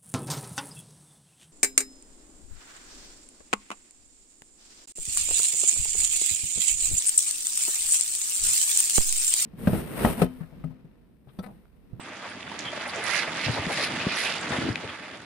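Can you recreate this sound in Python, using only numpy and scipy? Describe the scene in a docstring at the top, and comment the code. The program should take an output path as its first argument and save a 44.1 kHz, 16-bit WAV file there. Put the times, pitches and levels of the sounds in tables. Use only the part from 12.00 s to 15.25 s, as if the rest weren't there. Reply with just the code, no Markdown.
"""Inside a small tent in the wind. The nylon crackles all the time as creases give way, and hisses up
in each gust as the fly drags over the inner wall. The walls drum, loose panels flap, and now and then
a wall snaps taut with a dull thump. Cutlery in someone's hands and the tent's fittings give a few
light ticks, scratches and thin zings."""
import sys
import numpy as np
from scipy import signal
from scipy.io import wavfile

SR = 44100
rng = np.random.default_rng(int(sys.argv[2]) if len(sys.argv) > 2 else 0)


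def transcribe(u):
    """Save the signal u as a 16-bit wav file named by the first command-line argument.

    u: samples, shape (n,) or (channels, n), limited to [-1, 1]; the rate is SR.
    q: integer samples, one column per channel.
    """
    v = np.clip(np.atleast_2d(u).T, -1, 1)
    q = np.round(v * 32767).astype(np.int16)
    wavfile.write(sys.argv[1], SR, q)


N = 143325
T = np.arange(N) / SR

# wind strength, as rustle level: time_s, level_db
WIND_LEVEL = [(0, -42.5), (.19, -42), (.27, -38), (.35, -40.5), (.43, -41), (.66, -37), (.87, -35),
              (.92, -37), (.97, -32.5), (1.18, -31), (1.29, -33.5), (1.45, -34), (1.97, -31), (2.24, -32.5),
              (2.42, -34), (2.56, -30), (2.66, -34.5), (2.745, -39), (2.81, -35.5), (3.02, -41.5),
              (3.25, -43)]
# steady rustle: freq_hz, density_db
RUSTLE_SPECTRUM = [(100, -17.5), (250, -12), (370, -5), (500, -1), (680, -1.5), (1000, -2), (1500, -2),
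                   (2200, -1.6), (3200, -6.5), (5000, -14.5), (8000, -23), (11000, -24)]
# left-right likeness of the fabric: freq_hz, likeness
FABRIC_LIKENESS = [(60, 0.8), (300, 1.03), (700, 0.66), (1500, 0.72), (2800, 0.64), (4500, -0.5),
                   (9000, -0.13)]
# place of the fabric (pan is left minus right): freq_hz, pan_db
FABRIC_PAN = [(100, 0), (700, -1.5), (2000, -1.5), (3200, -2.5), (5000, -14.5), (10000, -3.5)]
# drumming walls: freq_hz, density_db
DRUM_SPECTRUM = [(30, -45), (55, -33), (80, 0), (115, -2.5), (170, 3), (270, 3), (400, -7), (800, -22.5)]
# drumming walls: time_s, level_db
DRUM_ENVELOPE = [(0, -50.5), (.6, -46), (1.1, -47.5), (1.4, -43), (1.62, -36.5), (1.82, -44), (1.94, -36),
                 (2.18, -48.5), (2.45, -42.5), (2.53, -37), (2.66, -31), (2.77, -40.5), (2.95, -50.5),
                 (3.25, -47)]
# sliding nylon or steel: top_s, rise_s, fall_s, level_db, pitch_hz
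SLIDE_ZINGS = [(.02, 0.015, 0.014, -51.5, 8240), (.302, .004, 0.018, -58, 9100),
               (.672, 0.014, 0.026, -36.5, 3200), (2.158, 0.0059, .007, -38.5, 5700)]
# strokes over cloth: top_s, rise_s, fall_s, level_db, pitch_hz, pan_db
CLOTH_SCRATCHES = [(.17, 0.01, .018, -52.5, 6100, -9), (.275, 0.015, 0.018, -45, 2080, -2),
                   (.305, .012, 0.011, -59, 5800, -6), (.598, 0.0036, 0.038, -47, 6200, -7),
                   (.862, .009, 0.0074, -36.5, 1940, -3), (.899, 0.0065, 0.0087, -38, 4230, -6),
                   (.90, 0.014, .008, -48, 10500, -6), (.968, 0.016, 0.028, -45.5, 6000, -15),
                   (2.41, 0.028, 0.023, -48, 6900, -6), (2.497, 0.011, 0.013, -43, 6660, -6),
                   (2.528, 0.019, 0.0093, -43, 3650, -4)]
# loose panels: top_s, rise_s, fall_s, level_db, pitch_hz, pan_db
PANEL_FLAPS = [(.26, 0.014, 0.0079, -39, 790, -4), (.87, 0.011, 0.019, -36.5, 760, -3),
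               (.985, 0.026, 0.028, -36, 573, -2), (1.085, 0.026, 0.063, -35.5, 950, -13),
               (1.484, 0.0023, 0.0018, -23, 640, 2), (1.584, 0.015, 0.014, -27.5, 730, 2),
               (1.711, 0.016, 0.012, -28.5, 540, 4), (1.791, 0.0053, 0.017, -31.5, 510, 2),
               (2.07, 0.0034, 0.014, -31, 306, 2), (2.54, 0.021, 0.019, -32, 706, 11),
               (2.645, 0.036, 0.055, -34.5, 275, 18), (2.842, 0.0098, 0.013, -35.5, 377, 8)]
# cutlery and fittings: start_s, level_db, pitch_hz, pan_db
CONTACT_TICKS = [(.298, -37, 9200, -10), (.4292, -24.5, 2600, -4), (.478, -23, 1500, -6),
                 (.591, -17.5, 4600, -6), (.593, -25, 6800, -6), (.606, -26, 5200, -8),
                 (.821, -28, 6000, -8), (.877, -29, 10300, -6), (.882, -31, 9700, -6),
                 (.948, -29, 6700, -8), (.960, -28, 6600, -8), (1.040, -19, 10200, -14),
                 (1.066, -21, 5600, -8), (1.348, -28, 6000, -7), (1.371, -25, 6000, -7),
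                 (1.513, -26, 7000, -10), (2.382, -24, 4600, -12), (2.412, -29, 8000, -8),
                 (2.728, -29.5, 5200, 0), (2.7572, -14, 2480, 7), (2.778, -25, 2200, 2),
                 (3.112, -29, 2600, -2), (3.204, -30, 1800, -2), (3.218, -41, 7700, -8)]
# wall snapping taut: start_s, level_db, pitch_hz, t60_s, pan_db
WALL_THUMPS = [(0.516, -22.5, 920, 0.025, -10), (.731, -27.5, 593, 0.047, 0), (0.774, -25, 600, 0.042, 2.5),
               (1.464, -21.5, 130.5, 0.13, -1), (1.485, -14.5, 196, 0.024, 6), (1.492, -16, 123.4, 0.11, 3),
               (1.59, -22, 101, 0.053, -1), (1.667, -21, 174, 0.071, 3), (1.93, -34, 110, .07, -3),
               (2.068, -8, 220, 0.022, 2), (2.506, -21, 248, 0.051, -1), (2.519, -20, 130, 0.046, 1),
               (2.585, -12, 194, 0.021, 2), (2.6868, -11.5, 289, 0.029, 6), (2.699, -20, 120, 0.091, 4.5),
               (2.845, -31, 110, 0.089, 2)]
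# fly dragged over the wall: top_s, rise_s, fall_s, rasp_db, rasp_hz, scrape_db, sheen_db, pan_db
GUST_DRAGS = [(1.125, 0.048, 0.05, -28, 2010, -37, -33, -10.5),
              (1.195, 0.037, 0.029, -27.5, 2090, -34.5, -38.5, -6),
              (1.455, 0.049, 0.025, -31.5, 2260, -36.5, -44.5, -6),
              (1.545, 0.033, 0.035, -40.5, 2520, -37, -44, -3),
              (1.725, 0.024, 0.012, -33.5, 2200, -42, -35.5, -1),
              (1.821, 0.052, 0.039, -31.5, 2180, -32, -36, 2.5),
              (2.01, 0.014, 0.039, -35, 2420, -43, -66, 3),
              (2.115, 0.03, 0.035, -34, 2470, -37.5, -54, -2.5),
              (2.2, 0.029, 0.035, -31.5, 2080, -32, -30, -4.5),
              (2.27, 0.036, 0.076, -31.5, 2550, -38.5, -40, -5),
              (2.53, 0.013, 0.01, -32.5, 1900, -49, -47, 12)]
# thin top of a gust: freq_hz, density_db
SHEEN_SPECTRUM = [(5000, -5), (6800, 2), (8500, -6), (11000, 0.5)]


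def from_db(db):
    """Decibels to gain."""
    return 10 ** (np.asarray(db) / 20)


def rms_one(x):
    """Scale to rms 1."""
    return x / np.sqrt(np.mean(x ** 2) + 1e-20)


def in_time(rows):
    """A curve at every sample."""
    return np.interp(T, *np.transpose(rows))


def at_hz(rows, hz):
    """Read a curve on a log-frequency axis."""
    freqs_hz, values = np.transpose(rows)
    return np.interp(np.log(hz), np.log(freqs_hz), values)


def pan(db):
    """Left and right gains of constant total power."""
    return rms_one(from_db(np.array([[db], [-db]]) / 2))


def drift(rate_hz):
    """Smooth random curve, spread about 1, soft-limited."""
    hop, settle = 40, 2000
    pole = np.exp(-2 * hop * np.pi * rate_hz / SR)
    noise = rng.standard_normal(N // hop + settle + 2)
    slow = signal.lfilter([1], [1, -2 * pole, pole * pole], noise)[settle:]
    limited = 2.4 * np.tanh(rms_one(slow) / 2)
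    return np.interp(np.arange(N) / hop, np.arange(len(slow)), limited)


def band(x, low_hz, high_hz):
    """Band-pass."""
    edges_hz = [low_hz, min(high_hz, SR / 2 - 1000)]
    return signal.sosfilt(signal.butter(2, edges_hz, "band", fs=SR, output="sos"), x)


def stereo(pair, likeness):
    """Mix two signals as mid and side."""
    likeness = np.clip(likeness, -.99, .99)
    return np.sqrt(1 + likeness) * pair[0] + np.sqrt(1 - likeness) * pair[1] * np.array([[1], [-1]])


def resonant_noise(hz, width_oct, likeness, drive=None):
    """Stereo noise, or a given drive, around one pitch; rms 1."""
    drive = rng.standard_normal((2, N)) if drive is None else drive
    edge_ratio = 2 ** (width_oct / 2)
    return rms_one(stereo(band(drive, hz / edge_ratio, hz * edge_ratio), likeness))


def swell(top_s, rise_s, fall_s):
    """Bell envelope with separate rise and fall."""
    return np.exp(-.5 * ((T - top_s) / np.where(T < top_s, rise_s, fall_s)) ** 2)


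def random_sizes(shape, spread_db, cap):
    """Gains, mostly near 1, up to cap times spread_db louder."""
    return from_db(spread_db * np.minimum(rng.exponential(1, shape), cap))


def creases(rate_per_s=2500, tent_t60_s=.047, echo_db=-4, smooth_share=.42):
    """Tiny snaps, smeared by the close walls, over smooth friction noise."""
    sizes = random_sizes((2, N), spread_db=4, cap=4.4) * rng.choice([-1, 1], (2, N))
    snaps = sizes * (rng.random((2, N)) < rate_per_s / SR)
    t = T[:SR // 10]
    walls = rng.standard_normal((2, len(t))) * from_db(-60 * t / tent_t60_s)
    echo = signal.fftconvolve(snaps, walls, axes=1)[:, :N]
    crackle = rms_one(rms_one(snaps) + from_db(echo_db) * rms_one(echo))
    return np.sqrt(1 - smooth_share) * crackle + np.sqrt(smooth_share) * rng.standard_normal((2, N))


def fabric(spectrum, drives, flicker_db=1.54, flutter_db=1.3):
    """Half-octave bands of two drives, each with its own level, flicker and place; rms 1."""
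    out, edges_hz = 0, 28 * 2 ** np.arange(0, 9.1, .5)
    for k, (low_hz, high_hz) in enumerate(zip(edges_hz, edges_hz[1:])):
        hz = np.sqrt(low_hz * high_hz)
        if spectrum[0][0] / 2 < hz < spectrum[-1][0] * 2:
            gain = from_db(at_hz(spectrum, hz) + flicker_db * drift(rate_hz=15.5))
            strip = stereo(band(drives[k % 2], low_hz, high_hz), at_hz(FABRIC_LIKENESS, hz))
            out += gain * pan(at_hz(FABRIC_PAN, hz)) * strip
    return rms_one(out * from_db(flutter_db * drift(rate_hz=25)))


def rustle(treble_hz=5000, treble_db_per_db=.14, neutral_wind_db=-32.5):
    """Nylon crackles with the strength of the wind and dulls in the lulls."""
    wind_db = in_time(WIND_LEVEL)
    cloth = fabric(RUSTLE_SPECTRUM, [creases(), creases()])
    treble = signal.sosfilt(signal.butter(1, treble_hz, "high", fs=SR, output="sos"), cloth)
    treble_gain = from_db(treble_db_per_db * (wind_db - neutral_wind_db))
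    return from_db(wind_db) * (cloth + treble * (treble_gain - 1))


def pops(rate_per_s=130, t60_s=.0061, relative_db=-14):
    """Larger creases give way one at a time, louder in stronger wind."""
    onsets = random_sizes(N, spread_db=5, cap=2.5) * (rng.random(N) < rate_per_s / SR)
    envelope = signal.lfilter([1], [1, -from_db(-60 / (t60_s * SR))], onsets + 1e-18)
    noise = stereo(rng.standard_normal((2, N)), likeness=.2)
    snaps = band(envelope * noise, low_hz=1020, high_hz=4440)
    return from_db(in_time(WIND_LEVEL) + relative_db) * pan(-.5) * rms_one(snaps)


def drumming():
    """Turbulence drums on the stretched walls."""
    return from_db(in_time(DRUM_ENVELOPE)) * fabric(DRUM_SPECTRUM, rng.standard_normal((2, 2, N)))


def zings():
    """Sliding nylon or steel gives brief narrow tones."""
    out = 0
    for top_s, rise_s, fall_s, level_db, hz in SLIDE_ZINGS:
        tone = resonant_noise(hz, width_oct=.13, likeness=.65)
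        out += from_db(level_db) * swell(top_s, rise_s, fall_s) * tone
    return pan(-4) * out


def scratches():
    """Fingers and cutlery scratch over cloth in short grainy strokes."""
    out, grains = 0, creases()
    for top_s, rise_s, fall_s, level_db, hz, pan_db in CLOTH_SCRATCHES:
        stroke = resonant_noise(hz, width_oct=.41, likeness=.22, drive=grains)
        out += from_db(level_db) * swell(top_s, rise_s, fall_s) * pan(pan_db) * stroke
    return out


def judder(depth_db=1.97):
    """Fast uneven gain of nylon sticking and slipping; rms 1."""
    return rms_one(from_db(depth_db * drift(rate_hz=110)))


def flaps():
    """Slack panels give short hollow ruffles."""
    out = 0
    for top_s, rise_s, fall_s, level_db, hz, pan_db in PANEL_FLAPS:
        ruffle = resonant_noise(hz, width_oct=1.14, likeness=.91)
        out += from_db(level_db) * swell(top_s, rise_s, fall_s) * pan(pan_db) * ruffle
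    return out


def ticks(ring_db=-9, ring_t60_s=.017, crack_db=-8, crack_t60_s=.008):
    """Small hard contacts of cutlery and fittings: a short ring and a broad crack."""
    out = 0
    for start_s, level_db, hz, pan_db in CONTACT_TICKS:
        t = np.maximum(T - start_s, 0)
        tone = .5 * resonant_noise(hz, width_oct=.4, likeness=.21) + np.sin(2 * np.pi * hz * t)
        ring = from_db(ring_db - 60 * t / ring_t60_s) * tone
        noise = resonant_noise(hz, width_oct=.92, likeness=.082)
        crack = from_db(crack_db - 60 * t / crack_t60_s) * noise
        out += from_db(level_db) * (T >= start_s) * pan(pan_db) * (ring + crack)
    return out


def thumps(attack_s=.001, sag_per_s=2, puff_db=-12):
    """A panel pulled taut swings a few cycles, sinking in pitch as it slackens, with a puff of air."""
    out = 0
    for start_s, level_db, hz, t60_s, pan_db in WALL_THUMPS:
        t = np.maximum(T - start_s, 0)
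        swing = np.sin(2 * np.pi * hz * np.log1p(sag_per_s * t) / sag_per_s)
        puff = from_db(puff_db) * resonant_noise(hz, width_oct=2.7, likeness=.58)
        envelope = from_db(level_db - 60 * t / t60_s) * (1 - np.exp(-t / attack_s))
        out += envelope * pan(pan_db) * (swing + puff)
    return out


def rasp(hz, top_s, grains, core_db=-6, glide_oct_per_s=1.5):
    """Grainy friction with a narrow core; the pitch rises around top_s as the cloth tightens."""
    core = from_db(core_db) * resonant_noise(hz, width_oct=.14, likeness=.85)
    friction = rms_one(core + resonant_noise(hz, width_oct=.66, likeness=.94, drive=grains))
    speed = 2 ** (glide_oct_per_s * np.clip(T - top_s, -.1, .1))
    position = np.cumsum(speed) % N
    return np.array([np.interp(position, np.arange(N), channel) for channel in friction])


def catches(rate_per_s=650, threads=24, low_hz=1370, high_hz=6000, t60_cycles=29, tilt_db_per_oct=1.5):
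    """Threads catch at random and ring briefly, each at its own pitch; rms 1."""
    sizes = random_sizes(N, spread_db=2, cap=2) * rng.choice([-1, 1], N)
    plucks = sizes * (rng.random(N) < rate_per_s / SR)
    out, thread = 0, rng.integers(0, threads, N)
    for k, hz in enumerate(np.geomspace(low_hz, high_hz, threads)):
        radius, angle = 1e-3 ** (hz / (t60_cycles * SR)), 2 * np.pi * hz / SR
        feedback = [1, -2 * radius * np.cos(angle), radius * radius]
        ring = signal.lfilter([0, np.sin(angle)], feedback, plucks * (thread == k) + 1e-18)
        gain = from_db(tilt_db_per_oct * np.log2(hz / low_hz))
        out += gain * stereo([ring, ring * (-1) ** k], at_hz(FABRIC_LIKENESS, hz))
    return rms_one(out)


def gusts(catch_db=-6.5, scrape_hz=4230, scrape_shift_db=-3.5):
    """Nylon slides on nylon: a rasp, catching threads, a higher scrape and a thin sheen on top."""
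    scrape = resonant_noise(scrape_hz, width_oct=.51, likeness=.048, drive=creases())
    sheen = fabric(SHEEN_SPECTRUM, [creases(), creases()])
    grains = [creases(), creases()]
    rasps = rasp_power = scrape_power = sheen_power = 0
    for k, (top_s, rise_s, fall_s, rasp_db, hz, scrape_db, sheen_db, pan_db) in enumerate(GUST_DRAGS):
        push = swell(top_s, rise_s, fall_s)
        rasp_gain = push * from_db(rasp_db) * pan(pan_db)
        rasps += rasp_gain * rasp(hz, top_s, grains[k % 2])
        rasp_power += rasp_gain ** 2
        scrape_power += (push * from_db(scrape_db) * pan(pan_db + scrape_shift_db)) ** 2
        sheen_power += (push * from_db(sheen_db)) ** 2
    threads = np.sqrt(rasp_power) * from_db(catch_db) * catches()
    return rasps + threads + np.sqrt(scrape_power) * scrape + np.sqrt(sheen_power) * sheen


def scene():
    """All that is heard inside the tent."""
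    crackle = rustle() + pops()
    sliding = (gusts() + scratches()) * judder()
    return crackle + sliding + drumming() + flaps() + thumps() + ticks() + zings()


def record(dry, low_cut_hz=53, high_cut_hz=11050):
    """The microphone drops the deepest bass; the top is cut steeply."""
    thin = signal.sosfilt(signal.butter(3, low_cut_hz, "high", fs=SR, output="sos"), dry)
    return signal.sosfilt(signal.ellip(12, .2, 90, high_cut_hz, fs=SR, output="sos"), thin)


dry = scene()
out = record(dry)
transcribe(out)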